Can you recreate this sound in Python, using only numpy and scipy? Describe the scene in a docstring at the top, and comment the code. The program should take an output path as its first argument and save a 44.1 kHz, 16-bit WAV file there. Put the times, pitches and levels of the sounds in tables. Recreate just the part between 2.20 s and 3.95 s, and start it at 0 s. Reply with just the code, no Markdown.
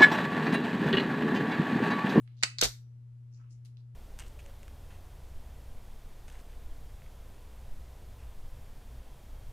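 """A self-adjusting wire stripper is squeezed close by, and its jaws snap through the insulation.
The handles are let go: the latch clicks and the sprung steel linkage clatters open with a dull
knock in the hand. Each hit is a sharp crack plus a short, dying noise. Fingers rub and tick on
the wire, mostly afterwards. A small workshop echoes, with mains hum and soft hiss behind it all."""
import sys
import numpy as np
from scipy import signal
from scipy.fft import rfft, irfft, next_fast_len
from scipy.io import wavfile
from scipy.ndimage import uniform_filter1d

SR = 44100
rng = np.random.default_rng(int(sys.argv[2]) if len(sys.argv) > 2 else 0)


def to_wav(s):
    """Save 16-bit WAV."""
    ch = np.atleast_2d(s).T  # columns
    pcm = np.round(np.clip(ch, -1, 1) * 32767)  # PCM
    wavfile.write(sys.argv[1], SR, pcm.astype(np.int16))


N = 77175


# A fade time (t60) is how long a sound takes to drop by 60 dB.
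# The jaws bite: (time [s], level [dB], fade time [s], left ear delay [ms])
JAW_HITS = [(.2275, -14.5, 0.024, 0.22), (.2324, -15, 0.021, 0.31), (.2347, 0, 0.009, 0.26),
            (.2353, -6, 0.032, 0.3), (.2392, -17, 0.018, 0.18)]
# How the jaws boost or cut each pitch: (frequency [Hz], level [dB])
JAW_TONE = [(60, -29), (400, -16.5), (900, -14.5), (1400, -9), (2000, 1), (2700, -3.5), (3600, -5),
            (4500, -3), (6000, -12), (8000, -5), (9300, -15), (10500, -26), (15000, -35.5)]
# Notes the jaws ring at: (frequency [Hz], level [dB], fade time [s])
JAW_NOTES = [(1986, -6, 0.16), (2220, -11, 0.12), (2590, -15.5, 0.43), (3090, -18.5, 0.35),
             (4010, -9.5, .13)]

def jaw_snap():
    """The jaws break through the insulation and ring briefly."""
    hits = contacts(JAW_HITS, JAW_TONE, crack_db=10, chatter_db=10)
    return ringing(hits, JAW_NOTES, ring_db=-45)


# The latch lets go: (time [s], level [dB], fade time [s], left ear delay [ms])
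LATCH_HITS = [(.3848, -16.5, 0.011, .3), (.3906, -19.5, 0.031, 0.33)]
# The latch's thin tone: (frequency [Hz], level [dB])
LATCH_TONE = [(700, -30.5), (1400, -13), (2100, -11), (2900, -16.5), (4400, 4), (5500, -6.5), (7300, -9.5),
              (10500, -32)]
# Steel parts meet: (time [s], level [dB], fade time [s], left ear delay [ms])
LINKAGE_HITS = [(.4119, -13.5, 0.01, 0.16), (.4132, -8.5, 0.014, 0.43), (.4145, -4, 0.0073, 0.49),
                (.4159, -10.5, .006, .4), (.4333, -15.5, 0.013, -0.13), (.4345, -4.5, 0.04, -0.22),
                (.4375, -10, .025, -.27), (.4418, -12.5, 0.014, 0.15), (.4431, -7.5, 0.024, 0),
                (.448, -8, 0.084, -0.042), (.4542, -11, .035, -0.31)]
# The linkage's bright tone: (frequency [Hz], level [dB])
LINKAGE_TONE = [(100, -28.5), (800, -19.5), (1500, -11), (2200, -11), (3000, -11), (3800, -2.5),
                (5400, -2.5), (6800, -2.5), (8000, -5), (9500, -11), (12000, -13.5), (14000, -10),
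                (15500, -52.5)]
# Notes its plates ring at: (frequency [Hz], level [dB], fade time [s])
LINKAGE_NOTES = [(1360, -18.5, 0.38), (3750, -16, .1), (4850, -20, 0.21), (5520, -19.5, .33),
                 (5810, -17, 0.51), (7100, -20, 0.16)]

def spring_open():
    """The latch lets go and the spring throws the steel parts against each other."""
    latch = contacts(LATCH_HITS, LATCH_TONE, crack_db=-12, chatter_db=15)
    clatter = contacts(LINKAGE_HITS, LINKAGE_TONE, crack_db=5, chatter_db=10.5)
    return latch + ringing(clatter, LINKAGE_NOTES, ring_db=-51)


# The handles knock: (time [s], level [dB], fade time [s], left ear delay [ms])
HANDLE_HITS = [(.4232, -19.5, 0.019, 0.14), (.4252, -19, 0.0089, 0.24), (.4265, -11.5, 0.0116, 0.36),
               (.431, -12, 0.068, 0.24), (.4425, -19.5, 0.15, 0.28), (.4545, -22.5, 0.059, 0.012)]
# Their dull tone: (frequency [Hz], level [dB])
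HANDLE_TONE = [(40, -1), (150, -6), (300, 6), (500, 2), (720, -1.5), (950, -12.5), (1500, -6), (2200, -3),
               (3300, -0.5), (5000, -10), (15000, -43.5)]
# Notes they ring at: (frequency [Hz], level [dB], fade time [s])
HANDLE_NOTES = [(494.4, 7, .035), (620, 1, 0.037), (712, 14.5, 0.012), (835, 4.5, 0.068), (996, 8, 0.11)]
# Tone change on the tool's far (left) side: (frequency [Hz], level [dB])
FAR_SIDE_TONE = [(100, -3), (380, -15.5), (700, -2.5), (6000, 3.5)]

def handle_knock():
    """The hollow handles knock in the hand and ring at low notes."""
    hits = contacts(HANDLE_HITS, HANDLE_TONE, crack_db=14, chatter_db=15)
    left, right = ringing(hits, HANDLE_NOTES, ring_db=-56)
    return np.array([coloured(left, FAR_SIDE_TONE), right])


# The hand jolts: (time [s], level [dB], frequency [Hz], fade time [s], left compared to right [dB])
HAND_JOLTS = [(0.233, -49.5, 60, 0.099, -3.5), (0.428, -29.5, 98.05, 0.058, -25.5),
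              (0.448, -31, 52.4, 0.17, -13.5)]

def hand_thuds():
    """Each jolt of the hand is one low note that dies quickly."""
    out, t = np.zeros((2, N)), np.arange(SR // 3) / SR
    rise = 1 - fade(t, t60=.025)
    for start, db, hz, t60, left_db in HAND_JOLTS:
        thud = np.sin(2 * np.pi * hz * t) * fade(t, t60) * rise
        add(out, amp([[db + left_db], [db]]) * thud, start)
    return out


# Light ticks of the wire: (time [s], level [dB], fade time [s], frequency [Hz], width [octaves])
WIRE_TICKS = [(.076, -33, 0.019, 2160, 0.74), (1.146, -38, 0.0091, 5330, 0.35),
              (1.449, -37.5, 0.074, 5100, 1.2), (1.456, -35, 0.072, 4620, 1.06),
              (1.571, -35.5, 0.0063, 3750, 0.48)]
# Fingers rub the insulation: (time [s], swell time [s], level [dB], frequency [Hz], width [octaves])
FINGER_RUBS = [(-.02, 0.032, -76.5, 9140, 0.36), (0, 0.089, -83, 2890, 0.5), (.16, 0.053, -70, 4200, 0.47),
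               (1.111, 0.04, -76.5, 5780, 0.25), (1.119, 0.12, -86, 2600, 0.29),
               (1.17, 0.047, -79, 1320, 0.38), (1.294, 0.025, -71.5, 6360, 0.39),
               (1.576, 0.016, -80.5, 4210, 0.37)]
# Notes the coil of wire rings at: (frequency [Hz], level [dB], fade time [s])
WIRE_NOTES = [(1332, -3.5, 0.33), (3990, -13.5, .12), (5624, -9, 0.28)]

def fingers_on_wire():
    """Faint ticks and scratchy rubs between the fingers set the coil of wire ringing."""
    out, t = np.zeros((2, N)), np.arange(N) / SR
    for start, db, t60, hz, octaves in WIRE_TICKS:
        tick = np.zeros((2, N))
        add(tick, amp(db) * burst(t60), start)
        out += band(tick, hz, octaves)
    for start, swell_s, db, hz, octaves in FINGER_RUBS:
        flicker_db = 4 * unit(uniform_filter1d(rng.standard_normal(N), size=90))
        scratch = unit(band(amp(flicker_db) * rng.standard_normal((2, N)), hz, octaves))
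        progress = np.maximum(t - start, 0) / swell_s
        stroke = progress * np.exp(.5 * (1 - progress ** 2))  # loudest when progress is 1
        out += amp(db) * scratch * stroke
    return ringing(out, WIRE_NOTES, ring_db=-49)


def contacts(hits, tone, crack_db, chatter_db):
    """Each hit is a sharp crack and a brief noisy chatter, heard through the part's body."""
    out = np.zeros((2, N))
    for start, db, t60, late_ms in hits:
        middle, side = amp(chatter_db) * burst(t60) * [[1], [.5]]
        hit = np.array([middle + side, middle - side])
        hit[:, 0] = amp(crack_db)  # the crack is one sample long
        add(out, amp(db) * hit, start, late_ms)
    return coloured(out, tone)


def ringing(x, notes, ring_db):
    """A struck part rings on at its own notes after every hit."""
    t = np.arange(SR // 3) / SR
    ring = sum(amp(db) * fade(t, t60) * np.cos(2 * np.pi * hz * t + rng.uniform(-1, 1, (2, 1)))
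               for hz, db, t60 in notes)
    return x + amp(ring_db) * signal.fftconvolve(x, ring, axes=1)[:, :N]


# How long the room echoes: (frequency [Hz], fade time [s])
ECHO_FADE = [(300, 0.067), (1300, 0.26), (3800, 0.25), (5700, 0.24), (9000, 0.24), (14000, 0.27)]
# The echo's tone: (frequency [Hz], level [dB])
ECHO_TONE = [(500, -4.5), (1500, -10), (14000, -8)]

def workshop(x, room_db):
    """Sound bounces quickly off the bench, then lingers in the room."""
    hz, t, noise = signal.stft(rng.standard_normal((2, SR // 2)), SR, nperseg=256)
    dying = noise * fade(t, along(ECHO_FADE, hz)[:, None])
    tail = signal.istft(dying * amp(along(ECHO_TONE, hz))[:, None], SR, nperseg=256)[1]
    echo = np.zeros((2, SR))
    add(echo, amp(-9) * burst(t60=.13), start=.001)  # the bench
    add(echo, amp(room_db) * tail / np.linalg.norm(tail[0]), start=.005)
    return x + signal.fftconvolve(x, echo, axes=1)[:, :N]


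# The notes in the hum: (multiple of HUM_HZ, level [dB])
HUM_NOTES = [(1, -48.5), (2, -81)]
HUM_HZ = 120

def mains_hum():
    """Mains power hums steadily, a little louder on the left."""
    t = np.arange(N) / SR
    hum = sum(amp(db) * np.sqrt(2) * np.sin(2 * np.pi * (multiple * HUM_HZ * t + rng.random()))
              for multiple, db in HUM_NOTES)
    return hum * amp([[1], [-1]])


# The tone of the room's air: (frequency [Hz], level [dB])
AIR_TONE = [(20, -8.5), (80, -1.5), (160, -11), (300, -14.5), (600, -27.5), (1200, -31), (4000, -38.5),
            (11000, -45), (15000, -52.5)]
# Its loudness, and its stereo width: (frequency [Hz], side over middle [ratio])
AIR_DB, AIR_WIDTH = -69.5, [(250, .36), (1000, .74), (4000, .99)]

def room_air():
    """The still room gives a faint rumble and hiss, wider in the treble."""
    middle, side = filtered(rng.standard_normal((2, N)), lambda hz: amp(along(AIR_TONE, hz)))
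    side = filtered(side, lambda hz: along(AIR_WIDTH, hz))
    return amp(AIR_DB) * unit(np.array([middle + side, middle - side]))


def amp(db):
    """Turn decibels into a multiplier."""
    return 10 ** (np.asarray(db) / 20)


def unit(x):
    """Scale to an average (rms) level of 1."""
    return x / np.sqrt(np.mean(x ** 2) + 1e-20)


def along(points, hz):
    """Read between a table's rows on a pitch (log) scale."""
    frequencies, values = np.transpose(points)
    return np.interp(np.log(hz + 1), np.log(frequencies + 1), values)


def filtered(x, response):
    """Multiply each frequency in x by response(hz)."""
    size = 2 * next_fast_len(N)
    return irfft(rfft(x, size) * response(np.fft.rfftfreq(size, 1 / SR)), size)[..., :N]


def coloured(x, tone):
    """Boost or cut each pitch as a tone table says."""
    def response(hz):
        cepstrum = irfft(np.log(amp(along(tone, hz))))
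        half = len(cepstrum) // 2
        cepstrum[1:half] *= 2  # folded forward, so nothing sounds before its hit
        cepstrum[half + 1:] = 0
        return np.exp(rfft(cepstrum))
    return filtered(x, response)


def band(x, hz, octaves):
    """Keep only the pitches around hz."""
    return filtered(x, lambda f: np.exp(-.5 * (np.log2((f + 1) / hz) / octaves) ** 2))


def fade(t, t60):
    """Die away by 60 dB every t60 seconds."""
    return np.exp(-np.log(1000) * t / np.maximum(t60, 1e-4))


def burst(t60):
    """A dying puff of noise with energy 1, one for each ear."""
    t = np.arange(SR // 3) / SR
    spectrum = rfft(rng.standard_normal((2, len(t))) * fade(t, t60))
    even = irfft(spectrum / (np.abs(spectrum) + 1e-12))  # all frequencies equally strong
    puff = even * fade(t, 2 * t60)
    return puff / np.linalg.norm(puff, axis=1, keepdims=True)


def add(out, x, start, late_ms=0):
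    """Mix in a stereo sound at start seconds, the left side late_ms later."""
    for side, at in enumerate((start + late_ms / 1000, start)):
        part = out[side, round(at * SR):][:x.shape[1]]
        part += x[side, :len(part)]


# The tone of each side of the microphone: (frequency [Hz], level [dB])
LEFT_TONE = [(100, 5.5), (1300, 0.5), (3200, -1), (4400, 1.5), (6000, 3.5), (8000, 0), (9300, 4),
             (13500, -1)]
RIGHT_TONE = [(100, 3), (1300, 6.5), (3200, 2.5), (4400, 5), (6000, -2.5), (8000, -4), (9000, -16.5),
              (11500, -10), (14000, -13)]

def scene():
    """The tool and wire reach each side with its own tone, over the hum and air."""
    snap = workshop(jaw_snap(), room_db=-11.5)
    steel, handles = spring_open(), handle_knock()
    release = workshop(steel, room_db=-9) + workshop(handles, room_db=-17.5)
    wire = workshop(fingers_on_wire(), room_db=-4)
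    left, right = snap + release + hand_thuds() + wire
    return np.array([coloured(left, LEFT_TONE), coloured(right, RIGHT_TONE)]) + mains_hum() + room_air()


def record(dry):
    """Cut off the very highest treble."""
    top_hz = 14900
    return filtered(dry, lambda hz: 1 / np.sqrt(1 + (hz / top_hz) ** 80))


dry = scene()
out = record(dry)
to_wav(out)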